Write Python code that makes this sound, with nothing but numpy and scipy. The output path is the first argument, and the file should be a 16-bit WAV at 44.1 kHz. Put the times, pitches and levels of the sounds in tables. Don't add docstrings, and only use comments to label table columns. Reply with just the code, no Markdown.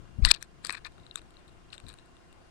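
import sys
import numpy as np
from scipy import signal
from scipy.io import wavfile
from scipy.ndimage import uniform_filter1d

SR = 44100
rng = np.random.default_rng(int(sys.argv[2]) if len(sys.argv) > 2 else 0)


def volts_from_db(level):
    exponent = np.asarray(level, float) / 20
    return 10 ** exponent


def store_wav(level_fs):
    pcm = np.round(np.clip(np.atleast_2d(level_fs), -1, 1) * 32767)
    wavfile.write(sys.argv[1], SR, pcm.T.astype(np.int16))


N = 110250
PEAK_AT = 200

# frequency_hz, density_db (per Hz)
HISS = [(30, -1), (300, -2.5), (900, -12), (2000, -15), (5000, -17.5), (9000, -22.5), (15000, -36.5)]
# start_ms, length_ms
CURRENT_PAUSES = [(3.5, .25), (7.1, .28), (9.65, .55), (12.55, .55), (15.45, .55), (18.35, .55), (21.2, .5)]
# pitch_hz, width_hz, level_db
WHINES = [(2780, 40, -73), (3120, 51, -80), (10720, 200, -83), (12600, 450, -85.5)]
# frequency_hz, density_db (per Hz)
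GARDEN = [(150, -5), (400, 3.5), (1500, 1), (2800, -8.5), (4000, -9.5), (6000, -16), (8500, -15.5),
          (15000, -34)]
# frequency_hz, density_db (per Hz)
WIND = [(20, 0.5), (60, 0), (120, -4), (200, -8), (350, -17.5), (600, -27), (1200, -56.5)]
# time_s, level_db
GUSTS = [(0, -53), (.08, -56.5), (.17, -54.5), (.23, -32), (.29, -46), (0.331, -56.5), (0.451, -57.5),
         (1.801, -63), (1.85, -47.5), (1.95, -60), (2.098, -64)]
# start_s, pitch_hz,
# swings (cycles), level_db, sign (+1 or -1)
PUFFS = [
    (0.185, 88, 1.12, -20.5, -1),
    (.192, 198, 3.2, -31, 1),
    (.221, 50.6, 1.7, -9.5, 1),
    (0.238, 40.2, .52, -22, -1),
    (.2485, 30, 1.05, -14, 1),
    (.284, 27, 1.4, -27, 1),
    (.312, 480, 1.53, -22.5, -1),
    (.6478, 405, 1.6, -38.5, 1),
    (.6945, 320, 1.53, -37.5, 1),
    (1.828, 105, 5.9, -44, -1),
]
# pitch_hz, width_hz, level_db
BOARD = [(1134, 420, 0.5), (1820, 310, 2.5), (2597, 340, 1.5)]
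SHELL = [(3696, 890, -2), (4316, 800, 0.5), (5200, 2700, -10.5), (3100, 930, -10.5)]
CRACK = [(6090, 1100, -9.5), (7577, 800, -1.5), (8600, 800, 0.5), (11390, 3100, -6), (13650, 3100, -10.5)]
# pitch_hz, width_hz, level_db
SEED_SHELL = [(3812, 600, 1.5), (4222, 630, -5.5), (3124, 430, -12), (5103, 710, -16)]
TAP_BOARD = [(1120, 340, -3.5), (1494, 460, 0.5), (2760, 490, -2.5)]
# start_s, length_s, shell_db, board_db and crack_db (relative to shell)
SCRAPES = [(0.237, 0.061, -30, -1.5, -10), (0.279, 0.051, -30.5, -10, -6), (0.304, 0.013, -24, -6, -11),
           (0.31, 0.088, -44, -1, -44), (0.34, .011, -33, -24, -10), (0.402, 0.067, -53.5, 1, -2.5),
           (0.639, 0.028, -44, 2.5, -8.5), (0.66, 0.015, -42, -4, -6.5), (0.677, 0.016, -60, -14, -12),
           (0.702, 0.035, -50.5, 11.5, -4), (.726, 0.024, -45.5, 7.5, -3), (0.615, 0.19, -52.5, -2, -2),
           (0.741, 0.027, -50, 10, -5), (0.762, 0.034, -46.5, 4.5, -12.5), (0.845, 0.049, -48, 6.5, -11),
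           (1.134, 0.067, -62, -10.5, 2.5), (1.166, 0.039, -48.5, -1, -5), (1.386, .02, -66, 1, -9),
           (1.48, 0.023, -62, 0, -7), (1.718, 0.056, -47.5, -5.5, -8.5), (1.859, 0.1, -55, 1, -7.5),
           (1.977, 0.039, -64, -1, -10)]
# time_s, pitch_hz, level_db
SQUEAK = [
    (.266, 833, -34),
    (.273, 1315, -33),
    (.277, 1780, -25.5),
    (0.286, 1964, -31),
    (0.297, 1904, -29),
    (0.301, 1699, -29.5),
    (0.311, 1360, -34),
]
# peak_s, shell_db, board_db and crack_db (relative to shell)
TAPS = [(.922, -52.5, -1, 0), (0.9818, -49, 4, -8.5), (0.9995, -49, -9.5, -11), (1.035, -51, -8, -14),
        (1.066, -37, -8, -10.5), (1.0983, -52, -10, -17), (1.112, -30, -17.5, -23), (1.1579, -21, -4.5, 5),
        (1.178, -36, -6, -4), (1.193, -45, 4.5, -18.5), (1.2182, -48, 2, 2), (1.3071, -50.5, -5, 4.5),
        (1.342, -55, -1, -8.5), (1.369, -40.5, -8, -20.5), (1.48, -46.5, -11.5, -2.5),
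        (1.487, -59.5, -10.5, -4), (1.495, -52.5, -8, -5), (1.704, -44, -14, -15),
        (1.729, -35.5, -7.5, -14), (1.7313, -29.5, -2, -16), (1.741, -36.5, -0.5, -0.5),
        (1.746, -41.5, 0, -10), (1.7512, -49, 7, 0), (1.764, -58, -6, 6), (1.7805, -34, -6.5, -3.5),
        (1.8014, -40.5, -1.5, -1.5), (1.841, -52, 3, -6), (1.867, -39, -3, -9), (1.885, -37, -15, 1.5),
        (1.891, -37.5, -10, 4.5), (1.901, -35.5, -8, -10), (1.929, -44.5, -4, 2.5), (1.94, -43, 3, 4.5),
        (1.975, -57, -6, 3.5), (1.9876, -42.5, -2.5, -5), (1.996, -51.5, -4, -6), (2.06, -57, -7, 6.5),
        (2.1685, -46, -4, -5.5), (2.328, -49, -2.5, 2)]
# peak_s, shell_db, board_db and crack_db (relative to shell), board_hz
KNOCKS = [(0.2264, -43, 5.5, -7, 2150), (0.2501, -13.5, 3, -0.5, 4772), (0.2504, -2.5, -7, -13.5, 1870),
          (0.2511, -23, 5, -4, 2800), (0.2516, -15, 4, -2, 2610), (.2567, -13, -15, -2, 3300),
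          (0.2598, -24, -22, 10, 1880), (.2892, -19, -9, -6, 1875), (0.3126, 0.5, -9.5, -22, 2480),
          (.3139, 4.5, -12.5, -8.5, 2440), (0.3164, -14, 6, 12.5, 2560), (.3415, -25.5, -3.5, -8.5, 2660),
          (0.3485, -20.5, -9, -12, 2693), (.362, -46, -6, 4, 1178), (0.4265, -34, 4.5, 11, 1742),
          (0.4273, -45.5, 15.5, 17.5, 5750), (.649, -30.5, 10.5, 9.5, 4470), (0.6504, -38, 6, -4.5, 1280),
          (.659, -28, -11, -4.5, 1310), (.668, -29.5, -8.5, -0.5, 2160), (0.6707, -30.5, 3, 6, 4500),
          (0.6958, -21.5, 7, -10, 1167), (0.705, -26.5, -3, -4, 4400), (0.7068, -35.5, 18.5, -6, 2490),
          (0.7256, -35, -1, 10.5, 2300), (0.735, -49, 16, -3, 2300), (0.7474, -42.5, 17, -10, 2380),
          (0.7518, -34.5, 5, -14, 1900), (.791, -52, 9.5, -8.5, 1550), (.8462, -56, 17, -8.5, 1900),
          (0.8497, -25.5, -13.5, -30.5, 2120), (0.8518, -46.5, 13, -12.5, 2130),
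          (0.8554, -44, 14.5, -14, 1700), (0.8655, -42.5, 2, 2, 1200), (0.8675, -53, 11.5, -5, 1190)]
# frequency_hz, width_hz, gain_db
TREBLE_DIPS = [(10100, 270, -22.5), (12220, 740, -19), (14000, 300, -12.5), (15500, 300, -8)]


def evened(x):
    return x / np.sqrt(np.mean(x ** 2) + 1e-20)


def add(mix, start_s, sound):
    part = mix[round(start_s * SR):][:len(sound)]
    part += sound[:len(part)]


def ring(x, modes, tune=0.95):
    out = 0
    for k, (hz, width_hz, db) in enumerate(modes):
        r = np.exp(-np.pi * width_hz / SR)
        poles = [1, -2 * r * np.cos(2 * np.pi * hz * tune / SR), r * r]
        out = out + (-1) ** k * volts_from_db(db) * signal.lfilter([1 - r, 0, r - 1], poles, x)
    return out


def ring_twice(x, modes, tune=0.95):
    return ring(ring(x, modes, tune), modes, tune)


def noise(spectrum, patch_db):
    bin_hz = np.fft.rfftfreq(1024, 1 / SR)
    hz, db = np.transpose(spectrum)
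    real, imaginary, patches = rng.standard_normal((N // 256 + 5, 513, 3)).T
    patches = uniform_filter1d(patches, size=12, axis=0)
    patches = evened(uniform_filter1d(patches, size=10, axis=1))
    level_db = np.interp(np.log(bin_hz + 1), np.log(hz), db)[:, None] + patch_db * patches
    bins = (real + 1j * imaginary) * volts_from_db(level_db)
    return evened(signal.istft(bins, nperseg=1024, noverlap=768)[1][:N])


def hiss():
    return volts_from_db(-64.5) * noise(HISS, 0.85)


def buzz():
    picture_hz, first_s = 30.005, 0.00677
    busy_ms, wobble_ms = 23.2, 0.027
    ease_ms, ease_share = 1.2, 0.38
    coupling_ms, edge_ms = 3.9, 0.068
    pictures = (np.arange(N) / SR - first_s) * picture_hz + 1
    ms = pictures % 1 * 1000 / picture_hz
    slip = wobble_ms * rng.standard_normal((80, 8))[pictures.astype(int)]
    load = (ms < busy_ms + slip[:, -1]) * 1.0
    for k, (start_ms, length_ms) in enumerate(CURRENT_PAUSES):
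        since = ms - start_ms - slip[:, k]
        load -= (since > 0) & (since < length_ms)
        load += ease_share * ((since > length_ms) & (since < length_ms + ease_ms))
    leak = np.exp(-1000 / (coupling_ms * SR))
    edge = np.exp(-1000 / (edge_ms * SR))
    pulses = signal.lfilter([1, -1], [1, -leak], load)
    return -volts_from_db(-52) * signal.lfilter([1 - edge], [1, -edge], pulses)


def whines():
    out = np.zeros(N)
    for hz, width_hz, db in WHINES:
        out += volts_from_db(db) * evened(ring_twice(rng.standard_normal(N), [(hz, width_hz, 0)], 1))
    return out


def garden():
    return volts_from_db(-60) * noise(GARDEN, -2)


def wind():
    time_s, gust_db = np.transpose(GUSTS)
    level_db = 6.5 + np.interp(np.arange(N) / SR, time_s, gust_db)
    return volts_from_db(np.minimum(level_db, -35)) * noise(WIND, 0.95)


def puff(hz, swings, db, sign):
    u = np.arange(0, 1, hz / swings / SR)
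    swing = np.arcsin(0.93 * np.sin(2 * np.pi * swings * u))
    return np.sign(sign) * volts_from_db(db) * swing * abs(np.sin(np.pi * u ** 0.7)) ** 1.3


def scrape(length_s, db, board_db, crack_db):
    grit_per_s, grit_db = 940, 4
    n = round(length_s * SR)
    pick, size, sign = rng.random((3, 9000))[:, :n]
    clicks = (pick < grit_per_s / SR) * volts_from_db(-grit_db * np.log(np.maximum(size, 0.04))) * (sign - 0.5)
    grit = clicks + 0.26 * (sign - 0.5)
    swell = abs(np.sin(np.pi * np.linspace(0, 1, n) ** 0.64)) ** 2.4
    parts = zip((SHELL, BOARD, CRACK), (0, board_db, crack_db))
    return swell * sum(volts_from_db(db + rel_db) * evened(ring_twice(grit, modes)) for modes, rel_db in parts)


def squeak():
    octave_db, jitter = -4, 0.04
    time_s, hz, db = np.transpose(SQUEAK)
    t = np.arange(time_s[0], time_s[-1], 1 / SR)
    shake = evened(uniform_filter1d(rng.standard_normal(size=8000), size=40))[:len(t)]
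    phase = 2 * np.pi * np.cumsum(np.interp(t, time_s, hz) * (1 + jitter * shake)) / SR
    return volts_from_db(np.interp(t, time_s, db)) * (np.sin(phase) + volts_from_db(octave_db) * np.sin(2 * phase))


def strike(db, board_db, crack_db, contact_ms, shell, board):
    rise_share, detune, thud_db = 0.3, 0.048, -7.5
    u = np.maximum(np.arange(-PEAK_AT, 900) / SR * 1000 / contact_ms, 0)
    force = np.minimum(u / rise_share, 1) * np.exp(-2.2 * np.maximum(u - rise_share, 0))
    blow = rng.standard_normal(len(u)) * force
    tune = 1 + detune * rng.uniform(-1, 1)
    parts = [ring_twice(blow, modes, tune) for modes in (shell, board, CRACK)]
    parts.append(ring(blow, [(433, 1900, 0)]))
    out = 0
    for part, rel_db in zip(parts, (0, board_db, crack_db, board_db + thud_db)):
        peak = abs(part).argmax()
        out = out + volts_from_db(db + rel_db) * np.roll(part, PEAK_AT - peak) / abs(part[peak])
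    return out


def tap(db, board_db, crack_db):
    return strike(db - 1.5, board_db, crack_db, 0.8, SEED_SHELL, TAP_BOARD)


def knock(db, board_db, crack_db, board_hz):
    spot = (board_hz, min(board_hz * 0.26, 480), 0)
    board = [spot] + [(hz, width_hz, level_db - 12) for hz, width_hz, level_db in BOARD]
    return strike(db - 0.5, board_db, crack_db, 0.59, SHELL, board)


def scene():
    hum = buzz()
    right = hum + hiss()
    left = wind() + garden() + whines()
    left *= volts_from_db(-4.5 * np.interp(np.arange(N) / SR, [0.33, 0.45, 0.62], [0, 1, 0]))
    for start_s, *settings in PUFFS:
        add(left, start_s, puff(*settings))
    for start_s, *settings in SCRAPES:
        add(left, start_s, scrape(*settings))
    add(left, SQUEAK[0][0], squeak())
    for peak_s, *settings in TAPS:
        add(left, peak_s - PEAK_AT / SR, tap(*settings))
    for peak_s, *settings in KNOCKS:
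        add(left, peak_s - PEAK_AT / SR, knock(*settings))
    return np.array([left + volts_from_db(-19) * hum, right])


def band_limit(x):
    return signal.sosfilt(signal.butter(12, 15940, fs=SR, output="sos"), x)


def record(dry):
    hz = np.linspace(0, SR / 2, 513)
    dips_db = sum(db * np.exp(-((hz - f) / width_hz) ** 2) for f, width_hz, db in TREBLE_DIPS)
    gain = volts_from_db(dips_db) * (hz < 15900)
    taps = signal.firwin2(511, hz, gain, fs=SR)[None]
    filtered = signal.oaconvolve(np.clip(dry, -1, 1), taps, "same")
    mix = np.clip(filtered, -1, 1)
    return band_limit(mix)


dry = scene()
out = record(dry)
store_wav(out)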